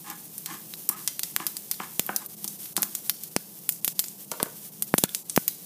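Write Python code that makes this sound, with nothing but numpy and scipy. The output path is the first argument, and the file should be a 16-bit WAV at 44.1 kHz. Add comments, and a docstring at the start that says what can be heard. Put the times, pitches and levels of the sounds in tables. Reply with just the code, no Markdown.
"""A low hum and the bright fizz of hot oil fill a small kitchen throughout, both shaped from noise.
Over them seeds crack in the pan, as snaps with a torn shell, a ringing husk and bounces off the metal.
For three seconds a wooden spoon slides and knocks, noise and blows ringing modes, with one early sine squeak.
From 1.4 s some bursts also jolt the microphone into a low thump, a pressure push through a bass cut.
After 4.3 s the spoon is laid down beside the pan in a few blows, and the last seeds keep cracking."""
import sys
import numpy as np
from scipy import signal
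from scipy.fft import rfft, irfft, next_fast_len
from scipy.io import wavfile

SR = 44100
rng = np.random.default_rng(int(sys.argv[2]) if len(sys.argv) > 2 else 0)


def generate_wav(sig):
    """Save sig (samples, or channels by samples) to the path in sys.argv[1] as 16-bit PCM at SR."""
    pcm = np.round(np.clip(np.atleast_2d(sig).T, -1, 1) * 32767).astype(np.int16)
    wavfile.write(sys.argv[1], SR, pcm)


N = 249209

# bursts that jolt the microphone; colour of the snap is against 9 kHz:
# (t/s, relative thump/dB, relative snap/dB, colour at 1.7 kHz/dB, colour at 5 kHz/dB)
JOLTING_BURSTS = [(1.3638, -21, 6.5, 3, -5.5), (1.9954, -4, 11, -5, -3.5), (3.3643, 1.5, 5.5, 1, 4.5),
                  (3.8791, -13.5, -6, -15, -4), (4.4294, -1, 6, -4.5, -7), (4.9405, 9, 2.5, 7, -9),
                  (4.9836, -3.5, -3.5, -10, -2), (5.0383, 5, 14, 6, -1.5), (5.3766, 9, 3, 6, -14)]


def amp(db):
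    """Turns decibels into an amplitude factor."""
    return 10 ** (np.asarray(db) / 20)


def evened(x):
    """Scales to an rms of 1."""
    return x / np.sqrt(np.mean(x ** 2) + 1e-20)


def unit(x):
    """Scales to an energy of 1."""
    return x / np.sqrt(np.sum(x ** 2) + 1e-20)


def read(points, hz):
    """Joins (f/Hz, value) points on a log-frequency axis."""
    f, value = np.transpose(points)
    return np.interp(np.log(hz + 1), np.log(f + 1), value)


def add(mix, s, sound):
    """Lays a sound into the mix at s seconds."""
    part = mix[max(round(s * SR), 0):][:len(sound)]
    part += sound[:len(part)]


def coloured(x, spectrum):
    """Filters a sound by a gain curve of (f/Hz, gain/dB) points."""
    size = next_fast_len(len(x), real=True)
    gain = amp(read(spectrum, np.fft.rfftfreq(size, 1 / SR)))
    return irfft(rfft(x, size) * gain, size)[:len(x)]


def causal(spectrum, size=512):
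    """The shortest click with this spectrum: minimum phase, from the Hilbert transform of the log gain."""
    log_gain = np.log(amp(read(spectrum, abs(np.fft.fftfreq(size, 1 / SR)))))
    return np.fft.ifft(np.exp(np.conj(signal.hilbert(log_gain)))).real


def band_limit(x, size=255, edge_hz=15400):
    """Steep low-pass at the upper edge of the band, without delay."""
    taps = signal.firwin(size, edge_hz, window=("kaiser", 7), fs=SR)
    return signal.oaconvolve(x, taps, "same")


def body(modes, size=6000):
    """The ring of a struck object: a sum of dying sines, wider resonances dying faster."""
    t = np.arange(size) / SR
    ring = np.zeros(size)
    for k, (hz, width, db) in enumerate(modes):
        decay = width * np.exp(-np.pi * width * t)
        ring += (-1) ** k * amp(db) * decay * np.sin(2 * np.pi * hz * t)
    return unit(ring)


def hum(drone_hz=206, drone_width_hz=16, drone_db=-60, hum_db=-54):
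    """Low steady noise of the kitchen, with one wavering drone of narrow-band noise in it."""
    # colour of the hum: (f/Hz, relative level/dB)
    hum_spectrum = [(25, -47), (65, -49.5), (90, -20.5), (125, -5), (165, 4.5), (220, -5.5), (260, -6),
                    (320, -3), (380, -7.5), (460, -8.5), (570, -13.5), (800, -14), (1300, -24.5),
                    (2400, -70), (4000, -53)]
    narrow = signal.iirpeak(drone_hz, drone_hz / drone_width_hz, SR)
    drone = signal.lfilter(*narrow, signal.lfilter(*narrow, rng.standard_normal(N)))
    low_noise = coloured(rng.standard_normal(N), hum_spectrum)
    return amp(hum_db) * evened(low_noise) + amp(drone_db) * evened(drone)


def kitchen(x, gap_s=0.0027, size=18000):
    """Diffuse echo of the room: noise after a short gap, each band dying at its own speed."""
    # reverberation of the kitchen: (f/Hz, time to fall by 60 dB/s)
    decay_times = [(150, 0.69), (1000, 0.35), (5000, 0.47), (15000, 0.22)]
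    noise = rng.standard_normal(size) * (np.arange(size) / SR > gap_s)
    hz, t, bands = signal.stft(noise, SR, nperseg=256)
    bands = bands * amp(-60 * t / read(decay_times, hz)[:, None])
    tail = unit(signal.istft(bands, SR, nperseg=256)[1])
    return signal.oaconvolve(x, tail)[:N]


def sizzle(per_s=6000, spread_db=3.0, wash=1., flutter_db=2.2, level_db=3.0, count=200):
    """Thousands of tiny steam bubbles a second merge into a bright fizz, as random clicks plus noise."""
    # colour of the fizz: (f/Hz, relative level/dB)
    sizzle_spectrum = [(300, -17), (1200, -16), (2200, -14.5), (3200, -10), (4200, -10), (5600, -6),
                       (7500, -5.5), (9000, -2.5), (11000, -1), (13500, 1.5), (15300, 0.5)]
    # strength of the frying: (t/s, level before lift and flutter/dB)
    heat_curve = [(0, -46), (.7, -45), (1.6, -43.5), (2.3, -44), (2.6, -42.5), (3.5, -46), (5.65, -45)]
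    sizes = amp(spread_db * np.minimum(rng.exponential(1, N), 4)) * rng.choice([-1, 1], N)
    clicks = sizes * (rng.random(N) < per_s / SR)
    bubbles = evened(clicks) + wash * rng.standard_normal(N)
    t, knots = np.arange(N) / SR, np.linspace(0, N / SR, count)
    heat_db = np.interp(knots, *np.transpose(heat_curve)) + flutter_db * rng.standard_normal(count)
    swell = np.interp(t, knots, amp(level_db + heat_db))
    return evened(coloured(bubbles, sizzle_spectrum)) * swell


def dips(half_s=0.0113, size=3000):
    """Gain curve of brief, flat-bottomed dips in level."""
    # the dips: (t/s, depth/dB)
    dip_list = [(.953, 9.5), (2.277, 10), (2.361, 10), (2.578, 8), (2.746, 17), (3.128, 4), (3.3, 6),
                (3.812, 8), (3.94, 10.5), (4.707, 7.5), (4.858, 7), (5.072, 8), (5.242, 10)]
    t = np.linspace(0, N / SR, size)
    depth_db = sum(db * np.exp(-np.square(((t - s) / half_s) ** 2)) for s, db in dip_list)
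    return np.interp(np.arange(N) / SR, t, amp(-depth_db))


def ticks(per_s=30, energy_db=-26, spread_db=2.2, snap_s=0.0008, ring_s=0.0071, count=12, size=700):
    """Small bubbles burst at random: decaying noise, each kind tuned to its own pitch."""
    t, out = np.arange(size) / SR, np.zeros(N)
    envelope = np.exp(-t / snap_s) + 0.36 * np.exp(-t / ring_s)
    bursts = rng.standard_normal((count, size)) * envelope
    kinds = []
    for burst, hz in zip(bursts, np.geomspace(6500, 14500, count)):
        pitch = causal([(hz / 6, -22), (hz / 1.3, -8), (hz, 0), (hz * 1.3, -3)])
        kinds.append(unit(np.convolve(burst, pitch)))
    chances = rng.random(size=(600, 3))
    for k, (when, chance, strength) in enumerate(chances):
        if chance < per_s * N / SR / len(chances):
            db = energy_db + spread_db * min(-np.log(strength), 3.5)
            add(out, when * N / SR, amp(db) * kinds[k % count])
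    return out


def squeak():
    """Wood squeaks on the coating: one sine whose pitch and level glide from point to point."""
    # course of the squeak: (t/s, f/Hz, level/dB)
    squeak_curve = [(0.914, 1110, -38), (0.934, 1253, -48), (.952, 1286, -40), (.965, 1240, -60),
                    (.975, 1140, -59.5)]
    s, hz, db = np.transpose(squeak_curve)
    t, out = np.arange(s[0], s[-1], 1 / SR), np.zeros(N)
    phase = 2 * np.pi * np.cumsum(np.interp(t, s, hz)) / SR
    add(out, s[0], amp(np.interp(t, s, db)) * np.sin(phase))
    return out


def blows(table, chatter=.8, chatter_s=.006, size=1500):
    """Force of wood landing: one push and a short chatter; a softer contact has less treble."""
    t, force = np.arange(size) / SR, np.zeros(N)
    for s, db, hz in table:
        rattle = unit(rng.standard_normal(size) * np.exp(-t / chatter_s))
        push = unit(1. * (t == 0) + chatter * rattle)
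        add(force, s, amp(db) * signal.lfilter(*signal.butter(1, hz, fs=SR), push))
    return force


def spoon(slips_per_s=2000, knock_db=-2, rest_db=-1, rest_clack_db=-9, bass_cut_hz=140):
    """Tiny slips of the sliding spoon and its knocks ring pan and wood; then it is laid down."""
    # slides over the bottom of the pan: (t/s, relative level/dB, length/s)
    stroke_list = [(0.037, -40.5, 0.11), (0.45, -40.5, 0.13), (0.876, -46.5, 0.16), (1.372, -42, 0.081),
                   (1.783, -41.5, 0.079), (2.046, -52.5, 0.077), (2.195, -46, 0.044), (2.769, -51.5, 0.13)]
    # the spoon meets the wall of the pan:
    # (t/s, relative energy/dB, low-pass corner f/Hz, clack of the wood against the pan/dB)
    knock_list = [(0.896, -7.5, 2000, -8), (1.401, -4, 6000, -10), (1.801, -1, 4120, -3.5),
                  (2.092, 0, 3470, 2.5), (2.445, -5.5, 296, -11.5), (2.777, 2, 900, -4.5)]
    # the spoon lands beside the pan: (t/s, relative energy/dB, low-pass corner f/Hz)
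    landing_list = [(4.317, -3, 4000), (4.338, -15, 2000), (4.401, 1, 3070), (4.408, -13, 2500),
                    (4.459, -6, 1200), (4.478, -16.5, 1200)]
    # resonances of the pan, of the spoon on its resting place, and dull ones of the wood itself:
    # (f/Hz, width/Hz, relative level/dB)
    pan_modes, rest_modes, wood_modes = [(200.5, 33, 1), (329, 51, 0), (500, 103, -25), (825, 113, 1),
                                         (942, 183, 1), (1024, 107, 4), (1240, 166, -2), (1375, 200, -8),
                                         (1690, 142, -2.5), (2110, 340, -8.5), (2960, 860, -13)], [(200, 210, -6), (342, 180, -3.5), (460, 71, 0.5),
                                                      (644, 120, -3.5), (908.7, 65, 0.5), (1350, 180, -4),
                                                      (1500, 310, -4.5), (3420, 14400, -13)], [(767, 154, 12.5), (1650, 270, 10.5),
                                                                    (2500, 380, -12.5)]
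    rub = np.zeros(N)
    slips = evened(rng.standard_normal(N) * (rng.random(N) < slips_per_s / SR))
    for s, db, length in stroke_list:
        add(rub, s, amp(db) * np.sin(np.linspace(0, np.pi, round(length * SR))))
    slide = coloured(rub * slips, [(200, -3.0), (750, -2.0), (1150, 0), (3000, -1.5), (8000, 26.0)])
    pan_blows = [(s, db, hz) for s, db, hz, _ in knock_list]
    wood_blows = [(s, db + wood_db, hz) for s, db, hz, wood_db in knock_list]
    knocks = amp(knock_db) * blows(pan_blows, chatter=0.19, chatter_s=0.011)
    clacks = amp(knock_db) * blows(wood_blows, chatter=0.53, chatter_s=0.0042)
    laid = amp(rest_db) * blows(landing_list, chatter=0.94, chatter_s=0.0066)
    rung = [(slide + knocks, pan_modes), (laid, rest_modes),
            (clacks + amp(rest_clack_db) * laid, wood_modes)]
    sound = sum(signal.oaconvolve(force, body(modes))[:N] for force, modes in rung)
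    # small things radiate little bass
    return signal.lfilter(*signal.butter(2, bass_cut_hz, "high", fs=SR), sound)


def thumps(push_s=0.00014, cut_hz=183, quality=1.73, leak=0.15, skirt=0.2, level_db=2.5, size=2000):
    """A one-sided jolt of pressure swings out through the bass cut of the microphone."""
    age, out, w = np.arange(size) / SR / push_s, np.zeros(N), 2 * np.pi * cut_hz  # age in pushes
    jolt = age * np.exp(-age) + 0.06 * np.exp(-age / 10) * (1 - np.exp(-age))
    bass_cut = signal.bilinear([1, skirt * w, 0], [1, w / quality, w * w], SR)
    swing = unit(signal.lfilter(*bass_cut, jolt) + leak * jolt)
    for s, db, *_ in JOLTING_BURSTS:
        add(out, s, amp(db + level_db) * swing)
    return out


def crack(energy_db, low_db, mid_db, top_db, ring_db, husk_hz, husk_db, tear=0.99, tear_s=0.00032,
          ring_s=0.005, lumpy_db=2, echo_s=0.0035, echo=0.42, bass_db=-8, glint_db=2, husk_s=.0018,
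          lead=128, size=2400):
    """One seed: a snap, a moment of tearing shell, a ringing husk, and the sound bouncing round the pan."""
    t = np.arange(size) / SR
    shell, scatter, lumps = rng.standard_normal((3, size))
    torn = unit(shell * np.exp(-(t / tear_s) ** 2) * (t > 0))
    snap = unit(1. * (t == 0) + tear * torn)
    build_up = 1 - np.exp(-(t / 0.00146) ** 2)
    bounces = unit(scatter * amp(lumpy_db * lumps) * np.exp(-t / ring_s) * build_up)
    bounces = unit(bounces + echo * np.roll(snap, round(echo_s * SR)))  # one strong early reflection
    colour = [(120, low_db + bass_db), (600, low_db + bass_db), (1700, low_db), (5000, mid_db), (9000, 0.014)]
    direct = np.convolve(snap, causal(colour + [(13000, top_db)]))
    # bare metal mirrors the treble best
    bounced = np.convolve(bounces, causal(colour + [(13000, top_db + glint_db)]))
    age = np.arange(len(direct)) / SR
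    husk = np.exp(-age / husk_s) * np.sin(2 * np.pi * husk_hz * age)
    # silent lead-in leaves room for the filter's pre-ringing
    direct, bounced, husk = (unit(band_limit(np.r_[np.zeros(lead), x])) for x in (direct, bounced, husk))
    return amp(energy_db) * (direct + amp(husk_db) * husk), amp(energy_db + ring_db) * bounced


def seeds(level_db=-0.21, lead_s=128 / SR):
    """All the loud bursts: the direct snaps, and what the pan throws out."""
    # bursting seeds; body at 1.7 kHz and top at 13 kHz are against 9 kHz:
    # (t/s, relative energy/dB, body/dB, top/dB, note of the burst husk f/Hz)
    pop_list = [(.1011, -12, -8, 5, 13950), (.3805, -8.5, -17, 3.5, 9610), (0.4602, -6, -1, 5.5, 8250),
                (.738, -12.5, -4.5, 6, 3896), (0.8909, 7.5, -21, 1.5, 9480), (1.0765, 4, -7.5, -5.5, 8740),
                (1.1944, -3, -9.5, 6.5, 13700), (1.2326, -8, -10, -1, 4700), (1.234, -2.5, -6, -1, 14600),
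                (1.467, 2.5, -4.5, 4.5, 5083), (1.5685, -6.5, -18, -3, 4760), (1.7135, 2, -8, 3, 13930),
                (1.741, -20, -6, -4, 4330), (2.0646, -7, -23, 4, 14300), (2.1628, 3.5, -12, 4, 14600),
                (2.2617, -12, -21, 10, 12900), (2.4439, -5, -12.5, 1, 10440),
                (2.4784, -4.5, -22, -10, 9350), (2.6575, -19, -7, -1, 11600), (2.7665, 3.5, -7.5, 1, 11720),
                (2.776, -6.5, -8, -7, 9700), (2.8215, 4.5, -21, 8, 12640), (2.8307, 2, -8, 2.5, 10750),
                (2.9514, -1, -14.5, -1, 6796), (3.0966, 6, -7.5, 4, 13000), (3.2361, -10, -10, 2.5, 14320),
                (3.6918, 6.5, -18.5, 2, 14270), (3.724, -10, -25, 3, 8800), (3.8466, 5, -13.5, 5, 11800),
                (3.8787, 3.5, -16.5, 0, 14230), (3.9932, 6, -7, 9, 9100), (3.9969, 2, -18, 1, 7730),
                (4.041, -11.5, -13, -9, 4750), (4.0836, -13.5, -24, -8, 7850), (4.316, -4.5, -16, -1, 6125),
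                (4.8234, 3, -14, 3.5, 9440), (4.947, -7, -28, 15, 13370), (4.981, 1, -4.5, 4.5, 12560),
                (4.9837, 7.5, -19, 0.5, 9180), (5.0923, -16, -20, 5, 3506), (5.1485, 1.5, -20, -7, 8920),
                (5.2974, -2.5, -20, -15, 6290), (5.3632, 6, -12, 3, 14050), (5.48, 6, -12, 0.5, 14650)]
    snaps, thrown = np.zeros(N), np.zeros(N)
    bursts = []
    for s, db, body_db, top_db, husk_hz in pop_list:
        mid_db = 6.5 + 0.74 * body_db  # the colour at 5 kHz follows the body
        ring_db = -4 - 0.22 * db  # harder bursts are drier
        husk_db = -6.5 - 0.5 * db  # harder bursts tear the husk apart
        bursts.append((s, db, body_db, mid_db, top_db, ring_db, husk_hz, husk_db))
    for s, _, db, body_db, mid_db in JOLTING_BURSTS:  # close and dry
        bursts.append((s, db, body_db, mid_db, -1, -16, 7920, -16))
    for s, *burst in bursts:
        direct, bounced = crack(*burst)
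        add(snaps, s - lead_s, direct)
        add(thrown, s - lead_s, bounced)
    return amp(level_db) * snaps, amp(level_db) * thrown


def scene(pop_echo_db=-9.0, spoon_echo_db=-7.0):
    """Everything is heard from one point above the pan, the same in both channels."""
    # the pan throws mostly the treble of the pops into the room: (f/Hz, gain/dB)
    thrown_spectrum = [(300, -21), (1500, -0.5), (4000, 2), (8000, 3), (15000, 6)]
    snaps, thrown = seeds()
    wood = spoon() + squeak()
    to_room = amp(pop_echo_db) * coloured(thrown, thrown_spectrum) + amp(spoon_echo_db) * wood
    dipping = dips() * (sizzle() + kitchen(to_room))
    mono = hum() + dipping + ticks() + wood + thumps() + snaps + thrown
    return np.array([mono, mono])


def record(dry, ceiling=0.95):
    """Clips peaks that pass the ceiling, as in an overload, then limits the band."""
    return np.array([band_limit(channel) for channel in np.clip(dry, -ceiling, ceiling)])


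dry = scene()
out = record(dry)
generate_wav(out)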